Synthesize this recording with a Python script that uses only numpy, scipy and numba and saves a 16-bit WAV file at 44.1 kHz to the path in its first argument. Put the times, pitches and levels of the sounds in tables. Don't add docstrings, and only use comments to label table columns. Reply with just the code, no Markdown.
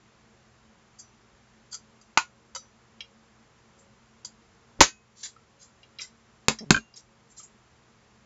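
import sys
import numpy as np
from scipy import signal
from scipy.fft import rfft, irfft, next_fast_len
from scipy.io import wavfile
from scipy.ndimage import uniform_filter1d
from numba import njit

SR = 44100
rng = np.random.default_rng(int(sys.argv[2]) if len(sys.argv) > 2 else 0)


def generate_wav(signal):
    frames = np.transpose(np.atleast_2d(signal))
    scaled = np.clip(frames, -1, 1) * 32767
    pcm = np.round(scaled).astype(np.int16)
    wavfile.write(sys.argv[1], SR, pcm)


N = 363869

# (frequency [Hz], level [dB])
AIR_COLOUR = [(15, -55.5), (25, -19), (59, -3.5), (115, -6.5), (185, -7.5), (218, -0.5), (264, -17),
              (305, -10), (456, -9.5), (502, -15.5), (552, -19), (622, -13), (1080, -12), (4180, -23.5),
              (7400, -23), (9620, -58.5), (16300, -120)]
# (frequency [Hz], width [Hz], level [dB])
FAN_TONES = [(225.3, 15, -70), (464, 4, -78), (549, 5.8, -76)]
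# (time [s], level [dB], rise [s], finger grip [0-1], liveliest ring [Hz])
DIE_TICKS = [(0.984, -41.5, 0.015, 0, 6160), (1.709, -41.5, 0.025, 0.75, 4970),
             (1.725, -35, 0.005, 0.4, 4650), (1.739, -34, .005, .7, 7500), (2.012, -55.5, .002, 0.34, 5350),
             (2.5485, -32, 0.002, 0.1, 5400), (2.56, -35, 0.00033, 0.78, 6100),
             (4.246, -35.5, 0.0031, 0.89, 4470)]
# (frequency [Hz], level [dB], t60 [s])
STEEL_RING = [(3320, -14, .1), (4450, -9, .09), (4728, -8, .2), (4800, -2, .07), (5285, -13, .16),
              (5908, -7, .27), (6227, -14, .25), (6505, -4, .09), (6770, -6, .11), (7250, -11, .13),
              (7400, -3, .09)]
# (frequency [Hz], level [dB], t60 [s])
HOUSING_RING = [(478.4, -17.5, 0.065), (540.7, -10.5, .1), (976, -2, 0.043), (1317, -5, 0.017),
                (1447, -2.5, 0.017), (2070, -8.5, 0.044), (2540, -17, 0.049), (3020, -7.5, 0.055),
                (3840, -10, 0.13)]
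# (time [s], level [dB], pitch of the touched spot [Hz])
BODY_KNOCKS = [(1.728, -46.5, 1397), (1.743, -45, 1412), (2.562, -41, 1300), (3.005, -30.5, 3006),
               (5.363, -48.5, 1282), (5.623, -60.5, 4474), (5.8304, -49, 2930), (5.9855, -36.5, 3857),
               (5.992, -33.5, 2460), (6.0164, -30.5, 5400), (6.5867, -31, 6900), (6.587, -45, 1810),
               (6.9384, -49.5, 4970), (6.972, -39.5, 6100), (7.395, -52, 1200), (7.401, -55, 2885)]
# (frequency [Hz], level [dB], t60 [s])
BODY_RING = [(600, 0, 0.091), (1300, -1.5, 0.078), (1840, -6.5, .07), (2050, -4.5, .08), (2305, -1, 0.091),
             (2830, -2.5, .045), (3244, -2.5, 0.11), (3940, -1, 0.021), (4040, -3, .07), (4880, 2.5, .08),
             (5625, 1.5, 0.02), (5400, 4.5, 0.027), (6300, -3, .06), (7850, 4.5, .06)]
# (time [s], level [dB], t60 [s], contact cut-off [Hz])
JAW_CONTACTS = [(2.1733, -7.5, 0.018, 2769), (2.1752, -6, 0.014, 6870)]
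# (frequency [Hz], level [dB])
JAW_SPECTRUM = [(40, -25), (550, -24.5), (900, -2), (1450, -3), (1750, -10), (2300, -3.5), (3500, -12.5),
                (5000, -6.5), (5600, -11.5), (6700, -4.5), (7500, -10.5)]
# (frequency [Hz], level [dB], t60 [s])
LEVER_RING = [(340, -38, .09), (912, -12, .037), (1005, -15, .047), (1130, -18, .04), (1300, -17, .035),
              (1435, -24, .16), (1490, -16, .055), (2017, -16, .042), (2445, -20, .085), (2582, -26, .11),
              (5960, -36, .19), (6750, -32, .17)]
# (time [s], level [dB], rise [s], tilt [dB per octave])
CARD_RUBS = [(3.774, -61, 0.018, 10), (5.15, -48.5, 0.057, -1.5), (5.229, -30.5, 0.004, -4.5),
             (5.25, -36.5, 0.0024, -6.5), (5.585, -52, 0.038, 2), (5.996, -38, 0.019, -7),
             (6.956, -44, 0.0081, 1), (7.281, -58.5, 0.034, 20), (7.361, -44.5, 0.021, 6.5),
             (7.425, -46, 0.0071, 15)]
# (frequency [Hz], level [dB])
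CARD_SPECTRUM = [(400, -43.5), (1000, -29), (1800, -10.5), (2900, -14.5), (3400, -2), (4700, 2.5),
                 (5500, 1), (7400, 10)]
# (time [s], level [dB], t60 [s], contact cut-off [Hz])
SNAP_CONTACTS = [(4.791, -36.5, 0.18, 131), (4.8058, -4, 0.023, 8900), (4.8092, -1, 0.025, 1800),
                 (4.8148, -4.5, 0.048, 6000), (4.8208, -12.5, 0.12, 8050), (4.8287, -16, 0.071, 7900)]
# (frequency [Hz], level [dB])
SNAP_SPECTRUM = [(30, -15), (130, -14), (320, -4.5), (560, -4), (700, -9.5), (950, -3), (1400, -4),
                 (2100, 0.5), (2900, -1.5), (5500, 1), (7000, 6.5), (7500, -2)]
# (frequency [Hz], level [dB], t60 [s])
FRAME_RING = [(42, -13, .09), (75, -15, .06), (155, -11, .05), (295, -12, .055), (560, -11, .07),
              (895, -4, .055), (1064, -6, .06), (1240, -16, .055), (1533, -25, .19), (1713, -17, .11),
              (1867, -24, .14), (2050, -17, .07), (2170, -18, .06), (2540, -36, .38), (4030, -26, .15),
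              (4594, -32, .21), (6460, -28, .2), (6790, -29, .27)]
# (time [s], force [dB], lower edge of the bass [Hz], shell ring [dB])
DESK_LANDINGS = [(6.4836, -3, 200, -30), (6.706, -2, 70, 0.5), (6.7082, -5.5, 200, -12),
                 (6.744, -14, 200, 1), (6.763, -14, 200, -5), (6.774, -20, 200, -9)]
# (frequency [Hz], level [dB])
LANDING_SPECTRUM = [(35, -0.5), (130, 1.5), (300, 1.5), (800, -5), (1200, -3.5), (1950, -10), (2450, -0.5),
                    (3100, -12), (3700, -4.5), (4700, -5), (5700, -10.5), (6900, -3.5), (7500, -8)]
# (frequency [Hz], level [dB], t60 [s])
DESK_RING = [(55, -17.5, 0.23), (90, -28, 0.037), (139, -24.5, 0.13), (154, -8.5, 0.064),
             (223.3, -17.5, 0.18), (265.7, -19, .11), (410, -28, 0.13), (580, -22, .03)]
# (frequency [Hz], level [dB], t60 [s])
SHELL_RING = [(1065, -26, .04), (1376, -19, .05), (1397, -47, .42), (1510, -13, .03), (1587, -13, .05),
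              (2440, -22, .04), (2782, -52, .5), (3080, -23, .025), (6482, -40, .22)]
# (time [s], length [s], level [dB])
FOOT_SKIDS = [(6.604, .039, -39), (6.658, .042, -46.5)]

BAND_HZ = 7560
T = np.arange(SR * 3 // 5) / SR


def undb(db):
    return 10 ** (np.asarray(db) / 20)


def unit(x):
    return x / np.sqrt(np.mean(x ** 2))


def add(track, s, sound):
    i = int(s * SR)
    track[i:i + len(sound)] += sound[:N - i]


def fade(t60):
    return np.exp(-np.log(1000) * T / t60)


def swell(rise, t60, hold=0):
    decay_start = max(rise, hold)
    return np.minimum(T / rise, 1) * np.exp(-np.log(1000) * np.maximum(T - decay_start, 0) / t60)


def shape(x, gain_at):
    size = 2 * next_fast_len(len(x))
    hz = np.maximum(np.fft.rfftfreq(size, 1 / SR), 1)
    band_limit = np.sqrt(1 + (hz / (BAND_HZ * 1.1)) ** 40)
    gain = unit(gain_at(hz) / band_limit) + 1e-5
    cepstrum = irfft(np.log(gain))
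    cepstrum[1:size // 2] *= 2
    cepstrum[size // 2 + 1:] = 0
    return irfft(rfft(x, size) * np.exp(rfft(cepstrum)))[:len(x)]


def colour(points, hz):
    f, db = np.transpose(points)
    return undb(np.interp(np.log(hz), np.log(f), db))


def resonance(hz, centre, width):
    return 1 / np.hypot(1, (hz ** 2 - centre ** 2) / (hz * width))


def through(hz, modes, width):
    power = sum((undb(db) * resonance(hz, f, width) ** 2) ** 2 for f, db, _ in modes)
    return np.sqrt(power)


def crackle(envelope):
    size = 2 * len(envelope)
    spectrum = rfft(rng.standard_normal(len(envelope)) * envelope, size)
    spectrum /= np.sqrt(uniform_filter1d(abs(spectrum) ** 2, size=500))
    return unit(irfft(spectrum)[:len(envelope)]) * np.sqrt(np.mean(envelope ** 2))


def ring(modes, rise=0.00013, scatter_db=1, weight=lambda hz: 1):
    out = np.zeros(len(T))
    for hz, db, t60 in modes:
        chance, sign = rng.standard_normal(2)
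        level = weight(hz) * undb(db + scatter_db * chance) * np.sign(sign)
        out += level * swell(rise, t60) * np.sin(2 * np.pi * hz * T)
    return out


def room(x, first_s=0.0047, t60_s=0.13, level_db=-6.5, low_hz=260):
    envelope = swell(first_s, t60_s) * (T > first_s / 2)
    tail = shape(crackle(envelope), lambda hz: hz / np.hypot(hz, low_hz))
    tail *= np.sqrt(2 * BAND_HZ / SR) / np.linalg.norm(tail)
    return x + undb(level_db) * signal.fftconvolve(x, tail)[:len(x)]


def background(air_db=-60.5, mains_hz=122, mains_db=-70):
    out = undb(air_db) * shape(rng.standard_normal(N), lambda hz: colour(AIR_COLOUR, hz))
    for centre, width, db in FAN_TONES:
        tone = shape(rng.standard_normal(N), lambda hz: resonance(hz, centre, width) ** 2)
        out += undb(db) * unit(tone)
    mains = unit(np.sin(2 * np.pi * mains_hz * np.arange(N) / SR))
    return out + undb(mains_db) * mains


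def ticks():
    scrape_t60, scrape_db, scrape_width_hz = .06, 2.5, 380
    grip_t60, lively_width_hz = .11, 2400
    housing_db, housing_lag_s, housing_response_s = 1.5, 0.00043, 0.0017
    out = np.zeros(N)
    for s, db, rise, grip, lively_hz in DIE_TICKS:
        scrape = shape(crackle(swell(rise, scrape_t60)),
                       lambda hz: through(hz, STEEL_RING, scrape_width_hz))
        scrape = grip * undb(scrape_db) * room(scrape)
        steel = ring(STEEL_RING, rise, weight=lambda hz: resonance(hz, lively_hz, lively_width_hz))
        steel *= fade(grip_t60) ** (grip ** 2)
        housing = ring(HOUSING_RING, rise + housing_lag_s) / (1 + (rise / housing_response_s) ** 2)
        add(out, s, undb(db) * (steel + scrape + undb(housing_db) * housing))
    return out


def knocks(rise=.0008, rattle_t60=.04, mode_width_hz=200):
    middle_hz, middle_width_hz, width_growth = 3000, 540, 1.8
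    ring_offset_db, ring_growth, ring_db_per_octave = -28, 0.47, -2
    out = np.zeros(N)
    for s, db, centre in BODY_KNOCKS:
        width = middle_width_hz * (centre / middle_hz) ** width_growth

        def spot(hz):
            return resonance(hz, centre, width)

        rattle = shape(crackle(swell(rise, rattle_t60)),
                       lambda hz: spot(hz) * through(hz, BODY_RING, mode_width_hz))
        ring_db = ring_offset_db + ring_growth * db + ring_db_per_octave * np.log2(centre / middle_hz)
        body = undb(ring_db) * ring(BODY_RING, 2 * rise, weight=spot)
        add(out, s, undb(db) * room(rattle) + body)
    return out


def stroke(contacts, spectrum, modes):
    out = np.zeros(N)
    for s, db, t60, cut_hz in contacts:
        crack = shape(crackle(fade(t60)),
                      lambda hz: colour(spectrum, hz) / np.hypot(1, (hz / cut_hz) ** 2))
        add(out, s, undb(db) * room(crack))
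    hardest = max(contacts, key=lambda row: row[1])
    add(out, hardest[0], ring(modes))
    return out


def jaw_clack():
    return stroke(JAW_CONTACTS, JAW_SPECTRUM, LEVER_RING)


def rubs(grain_db=3, patch_width_hz=120, patch_count=22):
    sudden_t60, linger = 0.11, 2.2
    out = np.zeros(N)
    for s, db, rise, tilt_db in CARD_RUBS:
        bursts = undb(grain_db * rng.exponential(size=len(T))) ** 2
        grains = unit(uniform_filter1d(bursts, size=40))
        envelope = swell(rise, sudden_t60 + linger * rise)
        rub = crackle(envelope * np.sqrt(grains / np.median(grains)))
        patch_hz = (np.arange(patch_count) + rng.random(patch_count)) * BAND_HZ / patch_count

        def patchy_card(hz):
            patches = sum(resonance(hz, f, patch_width_hz) ** 2 for f in patch_hz)
            octaves = np.log2(np.maximum(hz, CARD_SPECTRUM[0][0]) / BAND_HZ)
            return patches * colour(CARD_SPECTRUM, hz) * undb(tilt_db * octaves)

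        add(out, s, undb(db) * room(shape(rub, patchy_card)))
    return out


def die_snap():
    return stroke(SNAP_CONTACTS, SNAP_SPECTRUM, FRAME_RING)


def landings(crack_t60=0.012, crack_db=3.5, crack_growth=1.76):
    out = np.zeros(N)
    for s, force_db, low_hz, shell_db in DESK_LANDINGS:
        def bass(hz):
            return 1 / np.hypot(1, (low_hz / hz) ** 2)

        crack = shape(crackle(fade(crack_t60)),
                      lambda hz: colour(LANDING_SPECTRUM, hz) * np.sqrt(bass(hz)))
        crack = undb(crack_db + crack_growth * force_db) * room(crack)
        thud = undb(force_db) * ring(DESK_RING, weight=bass)
        shell = undb(shell_db) * ring(SHELL_RING, rise=0.0026)
        add(out, s, crack + thud + shell)
    return out


def skid(jitter=.16, rise_s=.005, t60=.03):
    slip_hz, slowing_s = 242, .14
    softness = 1.8
    out = np.zeros(N)
    for s, length, db in FOOT_SKIDS:
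        elapsed = s - FOOT_SKIDS[0][0] + np.minimum(T, length)
        rate = slip_hz * np.exp(-elapsed / slowing_s)
        uneven = 1 + jitter * unit(uniform_filter1d(rng.standard_normal(len(T)), size=200))
        force = np.cumsum(rate * uneven) / SR % 1 - .5
        soft_hz = softness * rate[0]
        body = shape(force, lambda hz: 1 / np.hypot(1, hz / soft_hz)
                     / np.hypot(1, (hz / soft_hz / 2) ** 6))
        pressure = swell(rise_s, t60, hold=length)
        add(out, s, undb(db) * unit(body) * pressure)
    return out


def scene():
    handling = ticks() + knocks() + rubs()
    punching = jaw_clack() + die_snap()
    putting_down = landings() + skid()
    return (background() + handling + punching + putting_down)[None]


@njit
def follow(x, attack, release):
    out, level = np.empty(len(x)), 0.
    for i in range(len(x)):
        target = abs(x[i])
        level += (target - level) * (attack if target > level else release)
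        out[i] = level
    return out


def record(dry, attack_s=.03, release_s=0.39, duck=7, top_hz=15800):
    level = follow(dry[0], 1 / (attack_s * SR), 1 / (release_s * SR))
    gain = 1 / np.sqrt(1 + duck * level)
    voice_band = signal.ellip(12, .3, 70, BAND_HZ, fs=SR, output="sos")
    clipped = np.clip(signal.sosfilt(voice_band, dry * gain), -1, 1)
    return signal.sosfilt(signal.ellip(8, .2, 70, top_hz, fs=SR, output="sos"), clipped)


dry = scene()
out = record(dry)
generate_wav(out)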